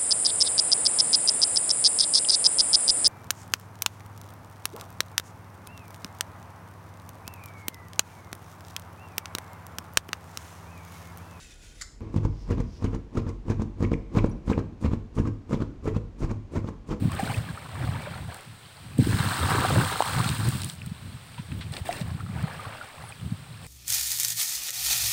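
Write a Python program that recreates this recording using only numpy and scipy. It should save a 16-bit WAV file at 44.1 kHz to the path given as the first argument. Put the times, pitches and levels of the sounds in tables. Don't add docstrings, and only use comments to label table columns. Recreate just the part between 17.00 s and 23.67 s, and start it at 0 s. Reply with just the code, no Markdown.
import sys
import numpy as np
from scipy import signal
from scipy.io import wavfile
from scipy.ndimage import uniform_filter1d

SR = 44100
rng = np.random.default_rng(int(sys.argv[2]) if len(sys.argv) > 2 else 0)


def dump_mix(stems):
    frames = np.atleast_2d(stems).T
    limited = np.clip(frames, -1, 1)
    pcm = np.round(limited * 32767).astype(np.int16)
    wavfile.write(sys.argv[1], SR, pcm)


N = 294147
TIME = np.arange(N) / SR
BAND_LIMIT_HZ = 15900
FIZZ_LAW = dict(full_db=-37, exponent=.35, build_s=.084)

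# (t/s, level/dB)
STREAM_FLOW = [(1.97, -13), (2.06, -15), (2.19, -4.5), (2.38, -5), (2.56, 0), (2.95, -5), (3.24, -5),
               (3.6, -16), (3.77, -35)]
# (f/Hz, level/dB)
TICK_SPECTRUM = [(2500, -35), (5000, 4.5), (7000, 3.5), (12000, 0.5), (16000, -3.5)]


def gain_of(db):
    return 10 ** (np.asarray(db) / 20)


def unit_rms(x):
    return x / np.sqrt(np.mean(x ** 2) + 1e-20)


def add(mix, start_s, sound):
    part = mix[max(round(start_s * SR), 0):][:len(sound)]
    part += sound[:len(part)]


def envelope(rows):
    return gain_of(np.interp(TIME, *np.transpose(rows)))


def coloured(x, spectrum, size=4096):
    hz, db = np.transpose(spectrum)
    bin_hz = abs(np.fft.fftfreq(size, 1 / SR))
    log_gain = np.log(gain_of(np.interp(np.log(bin_hz + 1), np.log(hz), db)))
    taps = np.fft.ifft(np.exp(np.conj(signal.hilbert(log_gain)))).real
    return signal.oaconvolve(x, taps[:size // 2])[:N]


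def wander(per_s):
    return unit_rms(np.interp(TIME * per_s, np.arange(N), rng.standard_normal(N)))


def resonate(x, hz, width_hz):
    carrier = np.exp(2j * np.pi * np.cumsum(hz) / SR)
    pole = np.exp(-np.pi * width_hz / SR)
    return 2 * (carrier * signal.lfilter([1 - pole], [1, -pole], x / carrier)).real


def bubbles(low_hz, high_hz, cycles, rise, spread_db, count, size=700):
    when, pitch, strength, ring, lift = rng.random((count, 5)).T[:, :, None]
    hz = low_hz + (high_hz - low_hz) * pitch ** 2
    turns = hz * np.arange(size) / SR
    age = turns / (cycles * (.5 + ring))
    excess_db = spread_db * np.minimum(-np.log(1 - strength), 3)
    height = hz ** .75 * gain_of(excess_db)
    phase = 2 * np.pi * turns * (1 + rise * lift * age)
    rings = height * np.exp(-age) * (1 - np.exp(-2 * turns)) * np.sin(phase)
    rings *= np.linspace(1, 0, size) ** .5
    samples = (when * N).astype(int) + np.arange(size)
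    return unit_rms(np.bincount(samples.ravel(), rings.ravel(), N)[:N])


def spatter(per_s, spread_db):
    height = gain_of(spread_db * np.minimum(rng.exponential(1, N), 4))
    return unit_rms(height * rng.choice([-1, 1], N) * (rng.random(N) < per_s / SR))


def field(db=-50):
    # (f/Hz, level/dB)
    spectrum = [(30, -4), (150, -2.5), (400, -2), (1200, 0.5), (2200, -2.5), (4000, -3.5), (6000, -6.5),
                (8500, -10.5), (12000, -10.5), (16000, -17.5)]
    trickle = bubbles(554, 5870, cycles=6, rise=.026, spread_db=6, count=2000, size=500)
    trickle += spatter(150, 6)
    sway = gain_of(.4 * wander(5))
    hiss = rng.standard_normal(N) + gain_of(-13.5) * trickle
    return gain_of(db) * unit_rms(coloured(hiss, spectrum) * sway)


def wind(eddy_cycles=.51, gust_db=-24):
    # (t/s, level/dB)
    strength_curve = [(0.0, -15), (.13, -32.5), (.4, -28.5), (.73, -42.5), (.8, -28), (1.0, -38.5),
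                      (1.28, -36), (1.4, -55), (1.53, -38.5), (1.68, -56.5), (1.92, -37.5), (2.0, -19),
                      (2.12, -21.5), (2.3, -30), (2.56, -22.5), (2.68, -31), (2.82, -20), (2.99, -45),
                      (3.25, -25), (3.6, -30.5), (3.8, -40), (3.89, -36.5), (4.22, -45.5), (4.36, -44),
                      (4.47, -32.5), (4.6, -27.5), (4.75, -48), (4.93, -46), (5.04, -35), (5.54, -34),
                      (5.92, -55), (6.02, -39), (6.16, -44.5), (6.26, -34.5), (6.67, -48)]
    # (f/Hz, level/dB)
    rumble_spectrum = [(20, -55), (40, -48), (65, -4.5), (100, 8), (170, -0.5), (250, -15), (350, -30),
                       (500, -65.5), (1000, -45.5)]
    flutter_spectrum = [(60, -10), (150, 0.5), (230, 3.5), (330, -4), (480, -14), (900, -24.5),
                        (2000, -101)]
    # (t/s, envelope peak level/dB, f/Hz)
    eddies = [(0.026, -18.5, 222), (0.056, -12, 139), (0.084, -21, 200), (.234, -18, 199),
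              (0.386, -19, 100), (0.893, -17, 117), (1.992, -9, 223), (1.999, -9.5, 169), (2.025, -16, 227),
              (2.073, -16, 271), (2.207, -13.5, 130), (3.263, -20.5, 144), (3.874, -23.5, 148),
              (3.921, -23.5, 156), (4.399, -25.5, 164), (4.715, -25.5, 121), (4.82, -24.5, 95),
              (5.018, -20.5, 158), (5.118, -25, 128), (5.151, -19, 138.5), (5.3, -23, 160),
              (5.443, -16.5, 143), (6.324, -17.5, 165)]
    rumble = unit_rms(coloured(rng.standard_normal(N), rumble_spectrum))
    rumble /= np.sqrt(abs(uniform_filter1d(rumble ** 2, size=2600)) + .05)
    flutter = unit_rms(coloured(rng.standard_normal(N), flutter_spectrum))
    strength = envelope(strength_curve)
    gust = np.sqrt(strength / gain_of(gust_db))
    lumps = unit_rms(gain_of(4.35 * wander(27)))
    out = gain_of(-1.5) * (unit_rms(rumble) + gain_of(-8) * gust * flutter) * strength * lumps
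    t = np.arange(-SR // 50, SR // 50) / SR
    for s, db, hz in eddies:
        bell = np.exp(-.5 * (t * hz / eddy_cycles) ** 2)
        add(out, s + t[0], gain_of(db) * bell * np.sin(2 * np.pi * hz * t))
    return out


def squeak(start_s=6.015, length_s=.11, high_hz=10550, low_hz=7900, jitter_hz=110, db=-56):
    t = np.arange(0, length_s, 1 / SR)
    slide_hz = np.interp(t, [length_s * .4, length_s * .85], [high_hz, low_hz])
    held, sliding = (np.sin(2 * np.pi * np.cumsum(hz + jitter_hz * wander(1660)[:len(t)]) / SR)
                     for hz in (high_hz, slide_hz))
    out = np.zeros(N)
    add(out, start_s, gain_of(db) * (held + sliding) * signal.windows.tukey(len(t), .5))
    return out * gain_of(4 * wander(250))


def scatter(x, t60=.07):
    t = np.arange(SR // 10) / SR
    tail = rng.standard_normal(len(t)) * gain_of(-60 * t / t60)
    return x + gain_of(-15) * signal.oaconvolve(x, tail / np.linalg.norm(tail))[:N]


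def swells(rows, peak_at, edge_db, fade_s=.0095):
    out = np.zeros(N)
    for s, length, db in rows:
        t = np.arange(0, length, 1 / SR)
        off_peak = np.interp(t / length, [0, peak_at, 1], [1, 0, 1])
        fade = np.minimum(np.minimum(t, length - t) / fade_s, 1)
        add(out, s, gain_of(db + edge_db * off_peak ** 2) * fade)
    return out


def scoop_gains():
    # (t/s, duration/s, level/dB)
    dips = [(.11, .1, -44.5), (.185, 0.21, -39.5), (4.722, 0.086, -42), (4.845, 0.19, -41),
            (6.61, 0.58, -50)]
    # (t/s, duration/s, level/dB)
    fills = [(.02, .66, -43), (.68, 0.58, -41), (1.27, 0.19, -45), (4.87, 0.37, -49.5), (5.28, 0.71, -43.5),
             (5.97, 0.16, -48)]
    dip = swells(dips, peak_at=.11, edge_db=-3)
    fill = swells(fills, peak_at=.37, edge_db=-7.5)
    return dict(gurgle=np.hypot(gain_of(-8) * dip, fill),
                splash=np.hypot(dip, gain_of(-6) * fill),
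                fizz=np.hypot(gain_of(-7) * dip, gain_of(-16) * fill))


def pour_gain(full_db, exponent, build_s, stop_s=.047):
    starting = (TIME - STREAM_FLOW[0][0]) / build_s
    stopping = (STREAM_FLOW[-1][0] - TIME) / stop_s
    running = np.clip(np.minimum(starting, stopping), 0, 1)
    return gain_of(full_db) * envelope(STREAM_FLOW) ** exponent * running


def droplets(exponent=.49):
    flow = scoop_gains()["fizz"] + pour_gain(**FIZZ_LAW)
    ticks = coloured(spatter(70, 3.5), TICK_SPECTRUM)
    return gain_of(-30) * unit_rms(ticks) * flow ** exponent


def smacks(octaves=1.6):
    # (t/s, peak level/dB, centre f/Hz, decay time/s)
    impacts = [(1.344, -28.5, 7500, 0.0011), (1.982, -29, 8000, 0.0017), (2.848, -21, 3680, 0.0018),
               (3.022, -18.5, 4200, 0.0016), (3.076, -21, 3630, 0.0018), (3.243, -20, 3500, 0.0011),
               (3.29, -18, 4130, .0013), (3.488, -18.5, 8000, 0.0012), (3.618, -18.5, 5900, .0008),
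               (3.634, -22, 4300, 0.001), (3.645, -20.5, 7000, 0.0012), (3.698, -21.5, 5000, 0.0013),
               (3.861, -33, 8500, 0.0019), (4.376, -37.5, 2150, 0.013), (4.516, -34.5, 1880, 0.0032),
               (4.607, -30, 2390, 0.012), (4.722, -32, 6000, .001), (4.737, -26, 2980, 0.0017),
               (4.766, -24, 2800, 0.0024), (4.927, -21, 3120, 0.00095), (5.012, -28.5, 2840, 0.0021)]
    out, t = np.zeros(N), np.arange(SR // 16) / SR
    for s, db, hz, decay in impacts:
        edges_hz = np.minimum(hz * 2 ** (octaves * np.array([-.5, .5])), BAND_LIMIT_HZ)
        spray = rng.standard_normal(len(t)) * np.sqrt(t) * np.exp(-t / decay)
        burst = signal.lfilter(*signal.butter(2, edges_hz, "band", fs=SR), spray)
        add(out, s, gain_of(db) * burst / abs(burst).max())
    return out


def plops_and_slaps(onset_cycles=.45):
    # (t/s, peak level/dB, f/Hz, cycles of f to fall 60 dB, rise/octaves)
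    events = [(.194, -22.5, 757, 60, 0.36), (.226, -31, 710, 37, .1), (.275, -26, 1470, 26, .2),
              (.297, -28.5, 805, 62, 0.091), (.344, -27, 2540, 64, 0.092), (0.488, -34.5, 1610, 71, 0.11),
              (.574, -32.5, 1225, 53, 0.94), (.659, -37, 1020, 39, 0.5), (.946, -32.5, 910, 37, 0.25),
              (1.071, -30.5, 577, 29, .2), (1.288, -39, 694, 35, .15), (1.989, -23, 444, 12, 0.17),
              (2.582, -17, 1080, 17, .2), (2.957, -21.5, 1320, 26, .1), (3.005, -7.5, 710, 6.3, 0.78),
              (3.022, -13, 980, 9, 0.09), (3.075, -27, 1030, 16, .2), (3.202, -17, 1110, 15, .2),
              (3.818, -28, 2540, 16, .1), (4.381, -35.5, 960, 46, .1), (4.8904, -18.5, 700, 38, 0.071),
              (4.909, -29, 1960, 29, 0.071), (5.205, -32, 1260, 38, .6), (5.263, -38, 1270, 38, .2),
              (5.595, -31, 1208, 61, .1), (5.65, -32.5, 1090, 52, .2), (5.812, -30, 1410, 65, .1),
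              (6.039, -33, 794, 11, .4), (6.123, -34.5, 2450, 55, .1)]
    out, t = np.zeros(N), np.arange(SR // 10) / SR
    for s, db, hz, cycles, rise in events:
        age = t * hz / cycles
        turns = np.cumsum(hz * 2 ** (rise * np.minimum(age, 1))) / SR
        swell = (1 - np.exp(-turns / onset_cycles)) ** 2 * gain_of(-60 * age)
        add(out, s, gain_of(db) * swell / swell.max() * np.sin(2 * np.pi * turns))
    return out


def scoops():
    # (f/Hz, level/dB)
    gurgle_spectrum = [(250, -34), (420, -4), (750, 5.5), (1300, 3.5), (1900, -0.5), (3000, -9),
                       (5000, -12), (9000, -66)]
    splash_spectrum = [(700, 11), (1600, -7), (2400, -1), (3800, -4), (5500, -7.5), (8500, -28),
                       (14000, -27)]
    churn = bubbles(370, 4590, cycles=3.6, rise=.051, spread_db=-3, count=7000, size=500)
    ringing = bubbles(520, 3400, cycles=6.5, rise=.05, spread_db=3, count=1400, size=1400)
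    cloud = churn + .5 * ringing + .5 * spatter(2400, 1.3)
    gurgle = unit_rms(coloured(cloud, gurgle_spectrum) * gain_of(2.37 * wander(50)))
    spray = bubbles(1700, 7000, cycles=9, rise=.02, spread_db=3.3, count=5000, size=500)
    spray += spatter(2300, 2.1)
    splash = unit_rms(coloured(spray, splash_spectrum) * gain_of(1.1 * wander(90)))
    fizz = unit_rms(coloured(spatter(2000, .7), TICK_SPECTRUM) * gain_of(1.6 * wander(220)))
    gains = scoop_gains()
    return gurgle * gains["gurgle"] + splash * gains["splash"] + fizz * gains["fizz"]


def pour(shallow_hz=1750, deep_hz=1085, width_hz=940, dig_s=.25):
    # (f/Hz, level/dB)
    gurgle_spectrum = [(300, -47), (650, -10.5), (920, -3.5), (1200, -7.5), (1550, -7.5), (1900, -21.5),
                       (3000, -22), (6000, -28.5)]
    pocket_spectrum = [(150, -3), (330, -2.5), (490, -0.5), (620, -3.5), (800, 0.5), (1300, -21),
                       (3000, -50)]
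    splash_spectrum = [(600, -9.5), (1500, -6.5), (2500, -3), (3200, -2.5), (3950, -0.5), (5500, -10.5),
                       (8000, -4.5), (14000, -45)]
    fizz_spectrum = [(2500, -10.5), (5000, 9), (7000, 3), (12000, 3), (16000, -2)]
    clumps = wander(70)
    elapsed = np.maximum(TIME - STREAM_FLOW[0][0], 0)
    cavity_hz = deep_hz + (shallow_hz - deep_hz) * np.exp(-elapsed / dig_s)
    cloud = bubbles(486, 3550, cycles=1.52, rise=.013, spread_db=1, count=12000, size=500)
    cloud += .5 * spatter(3700, 2.4)
    hollow = resonate(resonate(cloud, cavity_hz, width_hz), cavity_hz, width_hz)
    churn = unit_rms(coloured(cloud, gurgle_spectrum)) + gain_of(2.5) * unit_rms(hollow)
    gurgle = unit_rms(churn * gain_of(2 * clumps))
    trapped_air = bubbles(272, 854, cycles=2, rise=.035, spread_db=8, count=3500)
    pockets = unit_rms(coloured(trapped_air, pocket_spectrum))
    spray = bubbles(1600, 7000, cycles=7, rise=.02, spread_db=3, count=15000, size=300)
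    spray += spatter(6500, 1)
    splash = unit_rms(coloured(spray, splash_spectrum) * gain_of(.71 * clumps + .49 * wander(200)))
    fizz = unit_rms(coloured(spatter(7000, 4.2), fizz_spectrum) * gain_of(.45 * clumps + wander(200)))
    return (gurgle * pour_gain(full_db=-30, exponent=1, build_s=.073)
            + splash * pour_gain(full_db=-35, exponent=.56, build_s=.051)
            + fizz * pour_gain(**FIZZ_LAW)
            + pockets * pour_gain(full_db=-29, exponent=3.26, build_s=.1))


def scene():
    water = scatter(scoops() + pour()) + droplets() + plops_and_slaps() + smacks()
    return (water + squeak() + wind() + field())[None]


def record(dry):
    # (f/Hz, level/dB)
    response = [(4100, 0.5), (5000, -3.5), (6200, -8.5), (7200, -4.5), (8400, 7), (9300, 2), (10300, -4.5),
                (12000, -9), (14000, -2.5), (15700, 3.5)]
    low_pass = signal.firwin(511, BAND_LIMIT_HZ, window=("kaiser", 9), fs=SR)
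    return signal.oaconvolve(coloured(dry[0], response), low_pass, "same")[None]


dry = scene()
out = record(dry)
dump_mix(out)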